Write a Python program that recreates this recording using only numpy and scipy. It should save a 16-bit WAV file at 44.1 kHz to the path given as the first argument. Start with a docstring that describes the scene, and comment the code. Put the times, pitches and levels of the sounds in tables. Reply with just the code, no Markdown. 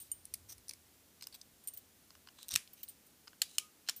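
"""A padlock is opened close to the microphone in a small quiet room.
Spare keys tap and jingle on their ring; the key tip knocks for the slot, rasps over the pins, hits home.
The key turns, the bolt snaps back, the shackle springs out and the bolt clacks against its stop.
Each blow is a crack of noise and a short ring in the modes of the metal part that is struck.
One near wall and a short tail answer the lock; faint hiss and rumble lie underneath."""
import sys
import numpy as np
from scipy import signal
from scipy.fft import rfft, irfft
from scipy.io import wavfile

SR = 44100
rng = np.random.default_rng(int(sys.argv[2]) if len(sys.argv) > 2 else 0)


def dump_mix(stems):
    """Bounce the given channels to the path in sys.argv[1] as a 16-bit WAV at rate SR."""
    frames = np.atleast_2d(stems).T  # one column per channel
    limited = np.clip(frames, -1, 1)  # hard clip at full scale
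    pcm = np.round(limited * 32767).astype(np.int16)
    wavfile.write(sys.argv[1], SR, pcm)


N = 176400

# modes of the lock's pins, also heard in scrapes and key chatter: f/Hz, level/dB
PIN_MODES = [(3050, -1), (3950, 3.5), (5200, 1.5), (6280, -1.5), (8500, 3.5), (10500, -3.5), (13800, 0.5)]
HARD_ATTACK_S = .00015


def bolt_snaps():
    """The bolt snaps back, then clacks against its stop."""
    modes = [(830, -20), (1470, -11), (2100, -10), (3000, 1.5), (4300, 5), (5330, 3.5), (7100, 5.5),
             (8300, 5), (8950, -1), (10100, -4), (12900, 2.5)]  # bolt resonances: f/Hz, level/dB
    blows = [(3.4177, -26, 5.5, 5.5), (3.4186, -26, -2.5, -2), (3.4222, -36, 16.5, 4.5),
             (3.8865, -39.5, -1, 0), (3.888, -30.5, 8.5, -19), (3.8905, -36.5, 8, -19),
             (3.8946, -30, 5, -5), (3.896, -34.5, 3, -7)]  # snap and clack: t/s, level/dB, bass/dB, treble/dB
    return clicks(blows, modes, t60=0.0067, attack_s=0.00029, crack_db=-7, crack_t60=0.021)


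def shackle_jump():
    """The freed shackle springs out with one bright click."""
    modes = [(1400, -16.5), (2650, -31), (2980, 3), (4260, -2.5), (5230, -0.5), (6400, -1), (7220, 0.5),
             (8150, -3.5), (8850, -7), (10200, -6), (13200, -11), (14800, -2.5)]  # shackle resonances: f/Hz, level/dB
    blows = [(3.5831, -23, 0.0054, 0)]  # the jump: t/s, level/dB, bass/dB, treble/dB
    return clicks(blows, modes, t60=0.011, attack_s=0.00012, crack_db=-7, crack_t60=0.017)


def key_home():
    """The key hits home and rings the lock's plug."""
    modes = [(980, -17), (1450, -9), (1980, -2), (2600, -0.5), (3500, 1), (4150, 3.5), (5600, 3),
             (6400, 1.5), (7800, 1.5), (8600, 0), (10900, 2), (11900, 4), (15000, 1)]  # plug resonances: f/Hz, level/dB
    blows = [(2.5596, -21, 6.5, 3)]  # the key seating: t/s, level/dB, bass/dB, treble/dB
    return clicks(blows, modes, t60=0.01, attack_s=HARD_ATTACK_S, crack_db=0.5, crack_t60=0.0093)


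def pin_ticks():
    """Pins ride over the teeth, then tick as the key turns."""
    blows = [(2.4297, -46.5, 8, -1), (2.4835, -42.5, 1, 14), (2.4893, -41.5, -15, -1),
             (2.5119, -42, -4, 10), (2.519, -39, -18, -12), (2.5328, -52, -3, 6), (2.5382, -36, -2, -13),
             (2.5404, -34, 5, 2), (2.5542, -31.5, -6, -4), (2.6758, -55.5, 6, -18), (2.835, -51, 25, -18),
             (2.8804, -56, 8, -15)]  # pin ticks: t/s, level/dB, bass/dB, treble/dB
    return clicks(blows, PIN_MODES, t60=0.011, attack_s=HARD_ATTACK_S, crack_db=7, crack_t60=0.011)


def key_knocks():
    """The key knocks on the lock face and in the slot."""
    modes = [(1050, 0.5), (1500, 0), (2100, -6), (2900, 3), (4300, 3), (5000, 8.5), (6200, 0), (8400, -1),
             (12200, -11.5), (14900, -17)]  # lock face resonances: f/Hz, level/dB
    blows = [(1.2102, -52, -11, 0), (1.2239, -44, -1.5, 12), (1.232, -48, -17, 9), (1.2394, -48.5, -37, -9),
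             (1.2696, -41, 0, 22), (1.414, -47.5, -40, 2), (2.1049, -54, 1, -2), (2.2728, -52, 11, 0),
             (2.2868, -52, 16, -16), (2.152, -56.5, 10, 7), (2.3878, -55.5, 5, 8), (3.2733, -53, 13, -21),
             (3.2783, -48, 2, -11), (3.331, -57.5, 21, -16)]  # knocks: t/s, level/dB, bass/dB, treble/dB
    return clicks(blows, modes, t60=0.018, attack_s=0.00038, crack_db=4, crack_t60=0.012)


def blade_taps():
    """Key blades tap each other in the hand."""
    modes = [(2200, -13.5), (4480, -7), (5050, -2), (5950, 0.5), (8800, 4.5), (9900, 8.5), (12500, -1),
             (15000, -5)]  # blade resonances: f/Hz, level/dB
    blows = [(.2537, -44, -14, 7), (.3388, -34.5, 10, 7), (.3412, -38, 16, -7.5), (.5809, -55.5, 16, 1),
             (.6827, -46, -7, -12), (.6928, -39.5, 2.5, -6), (.695, -42, -1, -24), (.71, -45, 23, -13),
             (.7354, -47.5, 12, -7)]  # taps: t/s, level/dB, bass/dB, treble/dB
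    return clicks(blows, modes, t60=0.02, attack_s=0.00014, crack_db=10, crack_t60=0.014)


def key_jingles(t60=0.05, chatter_db=-4, linger_db=-21, linger_t60=0.33, detune=0.002):
    """Two near-alike keys chatter on the ring, then ring freely, beating together, and linger faintly."""
    modes = [(2980, -35.5), (7020, -22), (8850, -1.5), (11870, -7), (12770, -8.5), (14970, -8)]  # resonances of a hanging key: f/Hz, level/dB
    least_damped = [0, 2, 5]  # modes that ring on: row numbers
    clinks = [(.001, -51, 3, 0.026), (0.1162, -32, -34, 0.00046), (1.638, -60, 2, 0.0068),
              (1.6733, -39.5, 7, 0.003), (1.683, -42.5, -26, 0.0035), (1.736, -49, 25, 0.0053),
              (1.765, -56, -11, 0.0016), (1.773, -46, 30, 0.0046), (2.7322, -53.5, 29, 0.005),
              (2.831, -42, 32, 0.0034), (2.885, -50, 14, 0.012), (3.065, -65, 14, 0.0077),
              (3.9622, -50, 24, 0.017)]  # spare keys meeting: t/s, level/dB, treble/(dB per octave), contact/s
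    hz, mode_db = np.array(modes, float).T
    out, t = np.zeros(N), np.arange(SR // 4) / SR
    for s, db, treble_db, contact_s in clinks:
        # the lingering modes are more even in level than in the strike
        linger = ringing(hz[least_damped], mode_db[least_damped] / 2, t, detune=detune)
        linger *= undb(linger_db) * fade(t, linger_t60)
        struck_db = mode_db + treble_db * np.log2(hz / hz[2]).clip(0)
        pair = unit(sum(ringing(hz, struck_db, t, scatter_db=3, detune=detune) for _ in range(2)))
        pair *= fade(np.maximum(t - contact_s, 0), t60)
        chatter = contact_noise(*tilted(PIN_MODES, 3.3, 10), len(t), width_hz=980)
        chatter *= undb(chatter_db) * np.exp(-t / (2 * contact_s))
        attack = 1 - np.exp(-t / HARD_ATTACK_S)
        add(out, s, undb(db) * (pair + linger + chatter) * attack)
    return out


def scrapes(catches_per_s=1100, scatter_db=3, t60=0.0084, edge_share=0.16, rasp_db=7):
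    """Sliding metal catches on tiny ridges; each catch rings the key, most at a pitch set by the contact."""
    slides = [(0.484, 0.055, -52, -60, 8, 5960), (1.321, 0.038, -60, -6, -3, 4500),
              (1.34, 0.022, -53, -27, -1.5, 4500), (2.371, 0.087, -61.5, 14, -13, 7200),
              (2.5, 0.05, -46.5, -10, -11, 5660), (2.766, 0.057, -65, 5, 7, 2900),
              (3.479, 0.098, -62.5, 0, -3, 7730), (3.863, 0.03, -57.5, 20, -11, 3950)]  # metal on metal: t/s, length/s, level/dB, bass/dB, treble/dB, rasp f/Hz
    out, t = np.zeros(N), np.arange(SR // 50) / SR
    longest = SR // 4
    for s, length, db, bass_db, treble_db, rasp_hz in slides:
        hz, mode_db = tilted(PIN_MODES, bass_db, treble_db)
        hz, mode_db = np.append(hz, rasp_hz), np.append(mode_db, rasp_db)
        body = (ringing(hz, mode_db, t) + contact_noise(hz, mode_db, len(t))) * fade(t, t60)
        caught = rng.random(longest) < catches_per_s / SR
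        catches = caught * undb(scatter_db * rng.standard_normal(longest))
        catches *= np.sign(rng.standard_normal(longest))
        travel = np.linspace(0, 1, min(int(length * SR), longest))
        swell = np.minimum(np.minimum(travel, 1 - travel) / edge_share, 1)
        rasp = signal.fftconvolve(catches[:len(travel)] * swell, body)
        add(out, s, undb(db) * rasp * np.sqrt(len(travel) / (np.sum(rasp ** 2) + 1e-12)))
    return out


def spring():
    """The spring sounds on after a hard snap: a rough buzz while cramped, a thin hum once free."""
    buzzes = [(2.563, 2150, 720, -51.5, 0.17), (3.583, 1241, 12, -62.5, 0.4)]  # buzz and hum: t/s, f/Hz, width/Hz, level/dB, t60/s
    out, t = np.zeros(N), np.arange(SR // 2) / SR
    for s, hz, width_hz, db, t60 in buzzes:
        band = signal.butter(2, [hz - width_hz / 2, hz + width_hz / 2], "bandpass", fs=SR, output="sos")
        coils = signal.sosfilt(band, rng.standard_normal(SR))
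        add(out, s, undb(db) * unit(coils[-len(t):]) * fade(t, t60))
    return out


def hand_thud(start_s=2.51, length_s=0.081, db=-58, hz=86):
    """The hand takes up the key's thrust with a soft thud."""
    out = np.zeros(N)
    thud = colour(rng.standard_normal(SR // 2), [(hz / 4, -24), (hz, 0), (hz * 20, -45)])
    window = np.hanning(int(length_s * SR))
    add(out, start_s, undb(db) * unit(thud[:len(window)] * window))
    return out


def room(x, t60=0.26, tail_db=-17, delay_s=0.0058, wall_s=0.013, wall_spread_s=0.0047, wall_db=2):
    """One near wall, then a diffuse tail: each band's energy is scattered and dies away."""
    tail_colour = [(7000, 0.5), (15000, 0)]  # tone of the reflections: f/Hz, level/dB
    t = np.arange(SR // 2) / SR
    diffuse = fade(t, t60) ** 2 * np.clip(t / delay_s - 1, 0, 1)
    wall = undb(wall_db) ** 2 * np.exp(-((t - wall_s) / wall_spread_s) ** 2)
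    decay = diffuse + wall
    f = np.arange(N // 2 + 1) * SR / N
    spectrum, noise = rfft(x), rfft(rng.standard_normal(N))
    edges_hz = np.geomspace(300, 16500, 11)
    tail = 0
    for lo, hi in zip(edges_hz, edges_hz[1:]):
        band = (f >= lo) & (f < hi)
        power = signal.fftconvolve(irfft(spectrum * band, N) ** 2, decay / decay.sum())[:N]
        tail = tail + np.sqrt(np.abs(power)) * unit(irfft(noise * band, N))
    return x + undb(tail_db) * colour(tail, tail_colour)


def room_tone(air_db=-65):
    """Steady faint hiss, and a low rumble that sinks away."""
    air_colour = [(88, -30), (150, -8), (248, -6), (440, -11.5), (1060, -18), (15000, -18)]  # hiss spectrum: f/Hz, level/dB
    rumble_colour = [(20, -23), (52, -6.5), (88, 2.5), (140, -11.5), (600, -87)]  # rumble spectrum: f/Hz, level/dB
    rumble_level = [(.5, -70.5), (1.1, -78), (1.9, -75), (3.7, -82.5)]  # course of the rumble: t/s, level/dB
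    air = unit(colour(rng.standard_normal(N), [(40, -30), *air_colour]))
    rumble = unit(colour(rng.standard_normal(N), rumble_colour))
    rumble_db = np.interp(np.arange(N) / SR, *np.array(rumble_level).T)
    return undb(air_db) * air + undb(rumble_db) * rumble


def clicks(blows, modes, t60, attack_s, crack_db, crack_t60, level_window_s=0.0034):
    """Hard blows on hand-damped metal: a crack and a ring of a few milliseconds."""
    out, t = np.zeros(N), np.arange(SR // 20) / SR
    for s, db, bass_db, treble_db in blows:
        hz, mode_db = tilted(modes, bass_db, treble_db)
        ring = ringing(hz, mode_db, t) * fade(t, t60)
        crack = undb(crack_db) * contact_noise(hz, mode_db, len(t)) * fade(t, crack_t60)
        click = (ring + crack) * (1 - np.exp(-t / attack_s))
        add(out, s, undb(db) * click * np.sqrt(level_window_s * SR / np.sum(click ** 2)))
    return out


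def ringing(hz, db, t, scatter_db=1.66, detune=0.005, spread_cycles=0.12):
    """Undamped modes that start almost in step, a little different at each touch."""
    tone = 0
    for f, level in zip(hz, db):
        loudness, pitch, phase = rng.standard_normal(3)
        cycles = f * (1 + detune * pitch) * t + spread_cycles * phase
        tone = tone + undb(level + scatter_db * loudness) * np.sin(2 * np.pi * cycles)
    return unit(tone)


def contact_noise(hz, db, size, width_hz=380):
    """Rough contact: noise in the resonances of a part."""
    f = np.arange(1, size // 2 + 2) * SR / size
    power = sum(undb(d) ** 2 / (1 + ((f * f - h * h) / (f * width_hz)) ** 2) for h, d in zip(hz, db))
    bass_cut = f / np.hypot(f, hz[0])
    return unit(irfft(rfft(rng.standard_normal(size)) * np.sqrt(power) * bass_cut, size))


def tilted(modes, bass_db, treble_db):
    """Where and how hard a part is touched favours its low or high modes."""
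    hz, db = np.array(modes, float).T
    return hz, db + np.interp(np.log(hz), np.log([1500, 5000, 12000]), [bass_db, 0, treble_db])


def radiate(x, corner_hz):
    """Parts this small give off almost no bass."""
    return signal.sosfilt(signal.butter(2, corner_hz, "highpass", fs=SR, output="sos"), x)


def colour(x, points):
    """Filter by a curve of f/Hz, level/dB."""
    hz, db = np.array(sorted(points)).T
    f = np.maximum(np.arange(len(x) // 2 + 1) * SR / len(x), 1)
    return irfft(rfft(x) * undb(np.interp(np.log(f), np.log(hz), db)), len(x))


def fade(t, t60):
    """Exponential decay, 60 dB in t60 seconds."""
    return np.exp(-np.log(1000) * t / max(t60, 1e-4))


def undb(db):
    """Decibels to gain."""
    return 10 ** (np.asarray(db) / 20)


def unit(x):
    """Scale to rms 1."""
    return x / np.sqrt(np.mean(x ** 2))


def add(out, s, x):
    """Mix a sound in at s seconds."""
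    i = max(int(s * SR), 0)
    out[i:i + len(x)] += x[:N - i]


def scene():
    """Padlock and keys close to one microphone, over the room tone."""
    keys = scrapes() + blade_taps()
    entry = key_knocks() + pin_ticks() + key_home()
    bolt = radiate(bolt_snaps(), corner_hz=298)
    metal = radiate(keys + entry + shackle_jump(), corner_hz=650)
    return (room(metal + bolt + spring()) + key_jingles() + hand_thud() + room_tone())[None]


def record(dry):
    """The recorder cuts the top steeply above 15.4 kHz."""
    return signal.sosfilt(signal.ellip(10, .2, 70, 15400, fs=SR, output="sos"), dry)


dry = scene()
out = record(dry)
dump_mix(out)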